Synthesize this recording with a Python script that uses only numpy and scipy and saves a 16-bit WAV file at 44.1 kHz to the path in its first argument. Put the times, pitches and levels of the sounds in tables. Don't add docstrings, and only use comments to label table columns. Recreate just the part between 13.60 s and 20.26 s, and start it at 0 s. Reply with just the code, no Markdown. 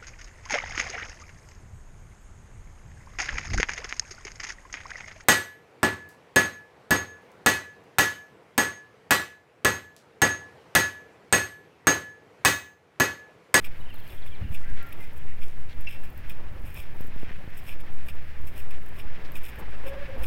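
import sys
import numpy as np
from scipy import signal
from scipy.fft import rfft, irfft
from scipy.io import wavfile
from scipy.ndimage import uniform_filter1d

SR = 44100
rng = np.random.default_rng(int(sys.argv[2]) if len(sys.argv) > 2 else 0)


def wav_record(signal):
    frames = np.transpose(np.atleast_2d(signal))
    bounded = np.clip(frames, -1, 1)
    quanta = np.round(bounded * 32767).astype(np.int16)
    wavfile.write(sys.argv[1], SR, quanta)


N = 293706
TIME_S = np.arange(N) / SR

SWAY_DB, STRIDE_HZ = -19.3, 2.25
# (time [s], level before gain [dB])
WIND_LEVELS = [(0.05, -44), (0.17, -46.5), (0.3, -56), (0.66, -50), (0.85, -44), (0.99, -51), (1.1, -39),
               (1.22, -52), (1.44, -48), (1.6, -48.5), (1.9, -47), (2.03, -52), (2.2, -42), (2.43, -54),
               (2.6, -44.5), (2.82, -51), (3.07, -39), (3.3, -49), (3.66, -45.5), (3.98, -56), (4.15, -45),
               (4.34, -51), (4.5, -46.5), (4.68, -62), (4.85, -46), (5.0, -55), (5.2, -50), (5.5, -44),
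               (5.7, -55), (5.87, -47), (6.15, -53), (6.6, -40.5)]
# (frequency [Hz], relative density [dB per Hz])
WIND_SPECTRUM = [(20, -6.5), (33, 3), (48, 2.5), (70, -1.5), (100, -10.5), (135, -15.5), (180, -20),
                 (400, -30)]
# (time [s], width [s], peak [dB])
EDDIES = [(0.818, 0.0028, -25), (0.829, 0.0024, -26), (0.853, 0.0035, -24), (0.867, 0.0014, -35),
          (0.9087, 0.003, -22.5), (1.084, 0.0026, -31), (1.132, 0.0027, -30.5), (2.918, 0.0031, -29.5),
          (3.048, 0.005, -37), (3.104, 0.004, -34), (3.193, 0.007, -33)]
# (time [s], rumble before gain [dB], tyre hiss before gain [dB])
ROAD_LEVELS = [(0.05, -56.5, -56), (0.88, -56.5, -57), (1.22, -54.5, -55), (1.95, -57, -57),
               (2.6, -55.5, -55.5), (3.27, -55.5, -56), (3.7, -55.5, -54), (4.34, -55.5, -56.5),
               (4.9, -55.5, -54.5), (5.28, -53.5, -54.5), (5.78, -53.5, -52.5), (6.25, -50, -51),
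               (6.45, -53.5, -50), (6.6, -47, -51.5)]
# (frequency [Hz], relative density [dB per Hz])
RUMBLE_SPECTRUM = [(130, -1), (220, -0.5), (350, -2), (550, -3.5), (680, -6), (830, -5.5), (1000, -7.5),
                   (1400, -10), (2200, -35)]
TYRE_SPECTRUM = [(1000, -16), (1300, -2.5), (1700, 7), (2100, 4.5), (2450, 3), (2800, -0.5), (3300, -4.5),
                 (4200, -11.5), (5400, -14), (6300, -22.5), (9000, -30)]
DRONE_SPECTRUM = [(50, -11), (65, -1.5), (95, -0.5), (135, -4.5), (180, -11)]
HISS_SPECTRUM = [(4000, -4), (7000, -0.5), (8000, -4), (9500, 3), (10300, -2), (12400, -1), (13600, 0),
                 (15500, 4)]
DRONE_DB, HISS_DB = -49.5, -69
# (loudest time [s], time from peak to 1/e [s], firing rate [Hz], peak level [dB])
ENGINE_PASSES = [(1.105, 0.86, 83.9, -63), (4.704, 0.41, 69.9, -45), (5.143, 0.45, 93.2, -51.5),
                 (6.278, 0.6, 54.2, -42.5)]
# (start [s], nominal length [s], fizz [dB], body [dB])
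CLOTH_RUBS = [(0.04, 0.029, -50.5, -45), (0.466, 0.1, -61, -59.5), (0.658, 0.024, -60.5, -55),
              (0.913, 0.031, -60, -56), (0.941, 0.023, -52, -47), (1.32, 0.014, -56, -48),
              (1.384, 0.077, -60, -58), (1.558, 0.028, -59, -59), (1.804, 0.054, -58, -52),
              (2.204, 0.022, -58.5, -56), (2.276, 0.071, -57.5, -50), (2.43, 0.03, -58, -56),
              (2.692, 0.03, -54, -48.5), (3.045, 0.046, -58, -53.5), (3.139, 0.085, -54.5, -48.5),
              (3.578, 0.065, -65.5, -56.5), (3.966, 0.033, -54, -55.5), (4.037, 0.035, -68, -67),
              (4.062, 0.064, -53.5, -49.5), (4.2, 0.016, -57.5, -52.5), (4.456, 0.04, -62, -60),
              (4.481, 0.027, -55.5, -47), (4.863, 0.031, -53.5, -55.5), (4.946, 0.077, -56, -56),
              (5.106, 0.012, -56.5, -52), (5.352, 0.032, -69, -64), (5.377, 0.039, -57.5, -49),
              (5.748, 0.035, -49.5, -48), (5.829, 0.045, -53, -49.5), (5.879, 0.025, -52.5, -53.5),
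              (5.984, 0.027, -57, -71), (6.256, 0.045, -54.5, -51), (6.62, 0.047, -48.5, -46.5)]
# (frequency [Hz], relative density [dB per Hz])
FIZZ_SPECTRUM = [(4200, -29), (5400, -22), (6400, -8), (7700, -7), (8300, -0.5), (8750, -8.5), (9200, -1),
                 (10200, -9.5), (11200, 0), (12400, 2.5), (14000, -1), (15700, -1)]
BODY_SPECTRUM = [(1200, -6), (1950, -14), (2400, 10), (2900, -1), (3500, -1), (4300, -23), (5400, -4.5),
                 (6400, -49), (8400, -14.5), (10000, -18)]
# (start [s], length [s], first pitch [Hz], last pitch [Hz], level before gain [dB])
BIRD_NOTES = [(0.197, 0.024, 4100, 3560, -58), (0.205, 0.02, 3030, 2870, -53),
              (0.253, 0.03, 3140, 2650, -52), (0.282, 0.053, 3260, 2480, -50),
              (0.328, 0.016, 3500, 4800, -62), (0.345, 0.02, 5100, 3430, -55.5),
              (0.36, 0.021, 3550, 3270, -57.5), (0.393, 0.016, 5270, 3600, -57),
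              (0.407, 0.028, 3480, 2830, -54), (0.455, 0.0375, 3290, 2560, -54),
              (0.466, 0.012, 3520, 5000, -61), (0.485, 0.026, 5100, 3330, -56),
              (0.495, 0.021, 3550, 3240, -53), (0.53, 0.016, 3070, 4200, -56),
              (0.573, 0.021, 3510, 2940, -53), (0.617, 0.0166, 4820, 3470, -54),
              (0.625, 0.021, 3600, 3230, -54), (0.658, 0.016, 4700, 3380, -61),
              (0.67, 0.021, 3640, 3050, -54), (0.71, 0.042, 3380, 2800, -52),
              (0.745, 0.025, 5170, 3280, -56), (0.825, 0.03, 3060, 2540, -51.5),
              (0.874, 0.027, 3020, 2590, -56)]
FLICK_ABOVE_HZ = 4400
# (time [s], relative level [dB])
CORD_TICKS = [(0.343, -37), (0.383, -40), (0.39, -34), (0.478, -34), (0.9457, -37), (1.3284, -28),
              (1.532, -38), (2.2089, -35), (2.577, -32), (2.6963, -28.5), (3.128, -40), (3.144, -31),
              (3.367, -43), (3.4107, -27), (3.478, -37), (3.561, -43), (3.949, -49), (4.4852, -31),
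              (4.9796, -26), (5.7195, -30), (5.8341, -29), (5.958, -40)]
# (start [s], length [s], relative level [dB])
CORD_DRAGS = [(0.34, 0.14, -57.5), (0.48, 0.082, -60), (1.225, 0.072, -52), (2.49, 0.11, -57.5),
              (3.35, 0.14, -58), (4.77, 0.09, -60), (5.22, 0.083, -55.5)]
# (frequency [Hz], relative gain [dB], t60 [s])
CORD_MODES = [(8800, -17, 0.0041), (12000, -6, 0.0017), (12480, 0, 0.004), (14200, -3, 0.0029),
              (14500, -4, 0.0056)]
# (start [s], length [s], mid pitch [Hz], glide [Hz/s], direct level [dB])
FAR_SQUEAKS = [(1.012, 0.021, 1395, 0, -58), (1.2, 0.062, 1385, -450, -51),
               (1.052, 0.065, 1600, 996, -53.5), (1.03, 0.025, 2000, -500, -55),
               (0.72, 0.038, 2350, -500, -56), (1.4, 0.026, 2080, -400, -50),
               (1.185, 0.045, 1600, -400, -57), (1.212, 0.025, 1900, 398, -55)]
# (time [s], relative level [dB])
METAL_CLINKS = [(0.9455, -51), (2.269, -34.5), (4.495, -55)]
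# (frequency [Hz], relative gain [dB], t60 [s])
METAL_MODES = [(2200, -4, 0.05), (2430, 2, 0.03), (2540, 2, 0.025), (2704, 8.5, 0.062), (2930, -3, 0.03),
               (3370, -8, .02), (5020, -10.5, 0.04), (5600, -9, .02)]
METAL_TAIL = [(2699, -17, .9), (2683, -25, .9)]
# (time [s], relative level [dB])
FOLD_SNAPS = [(0.947, -36.5), (2.7005, -37.5), (4.094, -38), (4.11, -39), (4.122, -38), (4.499, -40),
              (5.112, -50), (5.762, -39), (5.857, -38), (6.279, -35)]
# (frequency [Hz], relative gain [dB], t60 [s])
FOLD_MODES = [(2355, 3.5, 0.012), (2585, -1.5, 0.017), (2900, -2, 0.011), (3540, -6.5, 0.0069),
              (5400, -11, 0.011)]
# (time [s], impulse level before band-pass [dB])
DRY_CLICKS = [(0.978, -33), (0.996, -33), (1.005, -34), (1.016, -33), (1.0305, -32), (1.047, -34),
              (1.1, -34), (1.864, -39), (1.873, -41), (1.884, -29), (1.902, -35), (1.912, -36),
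              (1.922, -39)]
# (start [s], length [s], centre [Hz], width [octaves], level [dB])
SOLE_SCUFFS = [(1.026, 0.33, 1990, 0.53, -56), (1.163, 0.068, 2040, 1.3, -52.5),
               (1.666, 0.069, 2080, 0.56, -55), (2.09, 0.045, 2800, 0.99, -53),
               (3.604, 0.17, 2070, 0.83, -56.5), (3.692, 0.0143, 1790, 0.5, -44),
               (3.716, 0.015, 2150, 0.77, -52), (5.647, 0.018, 3850, 0.85, -57.5)]
# (time before lag [s], peak before gain [dB])
FINGER_BUMPS = [(3.402, -32), (3.443, -39.5), (3.479, -39.5), (3.557, -35.5), (3.627, -30.5),
                (3.705, -37.5), (3.836, -39), (3.872, -37)]
# (start [s], length [s], base pitch at start [Hz], base level at start [dB])
HOOT_NOTES = [(6.25, 0.19, 547, -39), (6.481, 0.084, 540.5, -42), (6.613, 0.0213, 535, -45)]
# (frequency multiple [ratio], relative level [dB])
HOOT_HARMONICS = [(1, -2.5), (2, -20), (3, -16.5)]
THROB_HZ, THROB_DB, THROB_BEND_RATIO = 18.5, 4, 0.034
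HOOT_FADE_DB_PER_S, HOOT_RISE_HZ_PER_S = 17, 131
STREET_DELAY_S, STREET_T60_S, STREET_ECHOES_PER_S = 0.026, 0.42, 200
CUTOFF_HZ = 16000


def from_db(db):
    return 10 ** (np.asarray(db) / 20)


def rms_one(x):
    return x / np.sqrt(np.mean(x ** 2) + 1e-20)


def in_time(rows):
    time_s, *columns = np.transpose(rows)
    return [np.interp(TIME_S, time_s, column) for column in columns]


def band(x, low_hz, high_hz):
    sos = signal.butter(2, [low_hz, min(high_hz, .45 * SR)], "band", fs=SR, output="sos")
    return signal.sosfilt(sos, x + 1e-18)


def drift(rate_hz):
    r = np.exp(-40 * np.pi * rate_hz / SR)
    white = rng.standard_normal(N // 20 + 4002)
    slow = signal.lfilter([1], [1, -2 * r, r * r], white)[4000:]
    return np.interp(np.arange(N) / 20, np.arange(len(slow)), rms_one(slow))


def noise(spectrum, grain_db=0):
    hz, db = np.transpose(spectrum)
    octave = np.log2(np.arange(N // 2 + 1) * SR / N + 0.0013)
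    knots = np.log2(hz)
    outside = np.abs(octave - np.clip(octave, knots[0], knots[-1]))
    colour_db = np.interp(octave, knots, db) - 30 * outside
    white = rng.standard_normal(N) * from_db(grain_db * drift(760))
    return rms_one(irfft(rfft(white) * from_db(colour_db), N))


def swell(start_s, length_s, edge=0.48):
    inside = np.minimum(TIME_S - start_s, start_s + length_s - TIME_S) / (length_s * edge)
    u = np.clip(inside + .5, 0, 1)
    return u ** 2 * (3 - 2 * u)


def strikes(rows, spread_db=0):
    time_s, db = np.transpose(rows)
    out = np.zeros(N)
    at = np.clip((time_s * SR).astype(int), 0, N - 1)
    out[at] = from_db(db + spread_db * rng.standard_normal(len(time_s)))
    return out


def ring(clicks, modes):
    out = 0
    for hz, db, t60_s in modes:
        r = from_db(-60 / (t60_s * SR))
        w = 2 * np.pi * hz / SR
        poles = [1, -2 * r * np.cos(w), r * r]
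        out = out + signal.lfilter([0, from_db(db) * np.sin(w)], poles, clicks + 1e-18)
    return out


def with_echoes(x, echo_db):
    age_s = np.arange(SR // 2) / SR
    taps = (rng.random(len(age_s)) < STREET_ECHOES_PER_S / SR) * rng.standard_normal(len(age_s))
    taps *= (age_s > STREET_DELAY_S) * from_db(-60 * age_s / STREET_T60_S)
    taps = taps / (np.linalg.norm(taps) + 1e-9)
    return x + from_db(echo_db) * signal.oaconvolve(x, taps)[:N]


def sway(slow_db=-2, flutter_db=-11, wander_rad=1.0):
    stride = np.sqrt(2) * np.sin(2 * np.pi * STRIDE_HZ * TIME_S + wander_rad * drift(0.82))
    lean = noise([(.7, 0), (1.3, -1), (3.3, 0), (5, -9)])
    flutter = noise([(4, 0), (7, -3), (10, -10), (15, -16), (22, -24)])
    return from_db(SWAY_DB) * rms_one(stride + from_db(slow_db) * lean + from_db(flutter_db) * flutter)


def eddy(centre_s, width_s):
    u = np.clip((TIME_S - centre_s) / width_s, -10, 10)
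    return (u ** 2 - 1) * np.exp(-u ** 2 / 2)


def wind(lumpy_db=2.5, gain_db=2.0, shed_s=0.01262, shed_db=-11, shed_loss_db=4, shed_size=0.52, count=3):
    level_db, = in_time(WIND_LEVELS)
    out = from_db(level_db + gain_db + lumpy_db * drift(16.0)) * noise(WIND_SPECTRUM)
    for time_s, width_s, peak_db in EDDIES:
        out += from_db(peak_db) * eddy(time_s, width_s)
        delays_s = np.cumsum(shed_s * rng.uniform(0.694, 1.264, count))
        for k, delay_s in enumerate(delays_s):
            small_db = peak_db + shed_db - shed_loss_db * k
            out += from_db(small_db) * eddy(time_s + delay_s, width_s * shed_size)
    return out


def road(rumble_gain_db=2.5, tyre_gain_db=1.0, waver_db=2.0, tyre_waver_db=1.56):
    rumble_db, tyre_db = in_time(ROAD_LEVELS)
    out = from_db(rumble_db + rumble_gain_db + waver_db * drift(17.0)) * noise(RUMBLE_SPECTRUM)
    out += from_db(tyre_db + tyre_gain_db + tyre_waver_db * drift(24)) * noise(TYRE_SPECTRUM)
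    out += from_db(DRONE_DB) * noise(DRONE_SPECTRUM)
    for peak_s, half_s, firing_hz, db in ENGINE_PASSES:
        phase = 2 * np.pi * np.cumsum(firing_hz * (1 + 0.0183 * drift(3.7))) / SR
        tone = np.sqrt(2) * (np.sin(phase) + 0.062 * np.sin(2 * phase))
        out += from_db(db) * np.exp(-((TIME_S - peak_s) / half_s) ** 2) * tone
    return out


def rub_levels(release_s=0.0015, slow_rub_s=0.15, overrun=1.23, fizz_skirt_db=-11, body_skirt_db=-14,
               lead_s=0.013):
    fizz = body = 0
    for start_s, length_s, fizz_db, body_db in CLOTH_RUBS:
        rise_s = length_s * min(length_s / slow_rub_s, .5)
        ramp = np.interp(TIME_S - start_s, [0, rise_s, length_s * overrun], [0, 1, 0])
        stroke = np.sqrt(2) * ramp ** .7
        lead_in = from_db(fizz_skirt_db) * swell(start_s - length_s / 2 - lead_s, 2 * length_s)
        trail = from_db(body_skirt_db) * swell(start_s - length_s / 2 + lead_s, 2 * length_s)
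        fizz = fizz + from_db(fizz_db) * np.hypot(stroke, lead_in)
        body = body + from_db(body_db) * np.hypot(stroke, trail)
    r = np.exp(-1 / (release_s * SR))
    return signal.lfilter([1 - r], [1, -r], np.array([fizz, body]) + 1e-18)


def cloth(stir_db=-76, stir_swing_db=5, judder_db=2.3, judder_hz=110, echo_db=-18):
    fizz, body = rub_levels()
    stir = from_db(stir_db + stir_swing_db * np.clip(drift(22), -2, 2))
    fizz = np.hypot(fizz, stir)
    catch = rms_one(from_db(1.8 * drift(190)))
    judder = rms_one(from_db(judder_db * np.clip(drift(judder_hz), -2, 2)))
    treble = catch * fizz * noise(FIZZ_SPECTRUM, grain_db=3.0)
    dark = catch * body * judder * noise(BODY_SPECTRUM, grain_db=3.0)
    return treble + with_echoes(dark, echo_db)


def whistle(start_s, length_s, first_hz, last_hz, flick_bend=0.64, slur_bend=1.33):
    u = np.clip((TIME_S - start_s) / length_s, 0, 1)
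    on = (u > 0) & (u < 1)
    bend = flick_bend if max(first_hz, last_hz) > FLICK_ABOVE_HZ else slur_bend
    tremble = np.interp(u[on], np.linspace(0, 1, 9), rng.standard_normal(9))
    hz = first_hz * (last_hz / first_hz) ** (u[on] ** bend) * (1 + .022 * tremble)
    out = np.zeros(N)
    out[on] = np.sin(np.pi * u[on]) * np.sin(2 * np.pi * np.cumsum(hz) / SR)
    return out


def bird(gain_db=-0.5, echo_db=-4):
    out = 0
    for start_s, length_s, first_hz, last_hz, db in BIRD_NOTES:
        out = out + from_db(db + gain_db) * whistle(start_s, length_s, first_hz, last_hz)
    return with_echoes(out, echo_db)


def patter(runs, per_s):
    level = sum(from_db(db) * swell(start_s, length_s, .2) for start_s, length_s, db in runs)
    born = rng.random(N) < per_s / SR
    return level * born * from_db(3 * np.clip(rng.standard_normal(N), -2, 2))


def cord(tick_db=-10.5, slip_s=0.0014, faint_per_s=35, faint_db=-62, drag_per_s=240, drag_db=-2):
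    motion = np.sqrt(np.abs(uniform_filter1d(rub_levels()[0], SR // 5)))
    born = rng.random(N) < faint_per_s * motion / motion.mean() / SR
    faint = born * from_db(faint_db + 4 * np.clip(rng.standard_normal(N), -2, 2))
    ticks = from_db(tick_db) * strikes(CORD_TICKS)
    drags = from_db(drag_db) * patter(CORD_DRAGS, drag_per_s)
    clicks = ticks + drags + faint
    slips = signal.lfilter([1], [1, -np.exp(-1 / (slip_s * SR))], clicks + 1e-18)
    return slips * rms_one(ring(rng.standard_normal(N), CORD_MODES))


def squeaks(waver=0.0082, echo_db=-5):
    out = 0
    for start_s, length_s, mid_hz, glide_hz_per_s, db in FAR_SQUEAKS:
        from_mid_s = np.clip(TIME_S - start_s - length_s / 2, -length_s, length_s)
        hz = mid_hz * (1 + waver * drift(64)) + glide_hz_per_s * from_mid_s
        tone = np.sqrt(2) * np.sin(2 * np.pi * np.cumsum(hz) / SR)
        out = out + from_db(db) * swell(start_s, length_s) * tone
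    return with_echoes(out, echo_db)


def clink(chatter_s=0.032, low_hz=1300, top_hz=6000, chatter_db=-10, ring_db=4.0, build_s=0.024, echo_db=-16):
    u = np.linspace(0, 1, int(chatter_s * SR))
    chatter = np.sin(np.pi * np.sqrt(u)) * rng.standard_normal(len(u))
    first = strikes(METAL_CLINKS)
    touches = from_db(chatter_db) * signal.oaconvolve(first, chatter / np.linalg.norm(chatter))[:N]
    fast_modes = [(hz, db, min(build_s, t60_s / 2)) for hz, db, t60_s in METAL_MODES]
    note = ring(first, METAL_MODES) - ring(first, fast_modes)
    metal = from_db(ring_db) * note + ring(touches, METAL_MODES) + ring(first, METAL_TAIL)
    return with_echoes(band(metal, low_hz, top_hz), echo_db)


def snaps(gain_db=-0.5, slip_s=0.0078, low_hz=2000, top_hz=5600):
    slip = np.hanning(int(slip_s * SR))
    slip_time_s = np.arange(len(slip)) / SR
    out = 0
    for hz, db, t60_s in FOLD_MODES:
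        rough = slip * (1 + rng.standard_normal(len(slip)))
        push = rough * np.cos(2 * np.pi * hz * slip_time_s) * 2 / slip.sum()
        pushes = signal.oaconvolve(strikes(FOLD_SNAPS, spread_db=1.5), push)[:N]
        out = out + ring(pushes, [(hz, db, t60_s)])
    return from_db(gain_db) * band(out, low_hz, top_hz)


def crackle(low_hz=3200, high_hz=12000):
    return band(strikes(DRY_CLICKS), low_hz, high_hz)


def shoes():
    grit = rng.standard_normal(N) * from_db(2.5 * drift(300))
    out = 0
    for start_s, length_s, centre_hz, octaves, db in SOLE_SCUFFS:
        half = 2 ** (max(octaves, .1) / 2)
        scrape = rms_one(band(grit, centre_hz / half, centre_hz * half))
        out = out + from_db(db) * swell(start_s, length_s, edge=0.18) * scrape
    return out


def fingers(bump_db=7.0, soft_s=0.00078, lag_s=0.00519):
    r = np.exp(-1 / (soft_s * SR))
    pushes = strikes([(time_s + lag_s, db + bump_db) for time_s, db in FINGER_BUMPS])
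    return signal.lfilter([0, np.e / (soft_s * SR)], [1, -2 * r, r * r], pushes + 1e-18)


def hoot(first_throb_s=0.018, edge=0.16, echo_db=-14):
    out = 0
    for start_s, length_s, pitch_hz, db in HOOT_NOTES:
        age_s = np.clip(TIME_S - start_s, 0, length_s)
        throb = np.cos(2 * np.pi * THROB_HZ * (age_s - first_throb_s))
        hz = (pitch_hz + HOOT_RISE_HZ_PER_S * age_s) * (1 - THROB_BEND_RATIO * throb)
        phase = 2 * np.pi * np.cumsum(hz * (1 + .016 * drift(60))) / SR
        tone = sum(from_db(part_db) * np.sin(round(k) * phase) for k, part_db in HOOT_HARMONICS)
        level_db = db + THROB_DB * throb - HOOT_FADE_DB_PER_S * age_s
        out = out + from_db(level_db) * swell(start_s, length_s, edge) * np.sqrt(2) * tone
    return with_echoes(out, echo_db)


def scene():
    air = sway() + wind()
    street = road() + bird() + squeaks() + hoot()
    walker = cloth() + cord() + clink() + snaps() + crackle() + shoes() + fingers()
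    hiss = from_db(HISS_DB) * noise(HISS_SPECTRUM)
    return (air + street + walker + hiss)[None]


def record(dry):
    lead_in = np.pad(dry, ((0, 0), (2000, 0)), mode="edge")
    sos = signal.ellip(12, .1, 90, CUTOFF_HZ, fs=SR, output="sos")
    return signal.sosfilt(sos, lead_in)[:, -N:]


dry = scene()
out = record(dry)
wav_record(out)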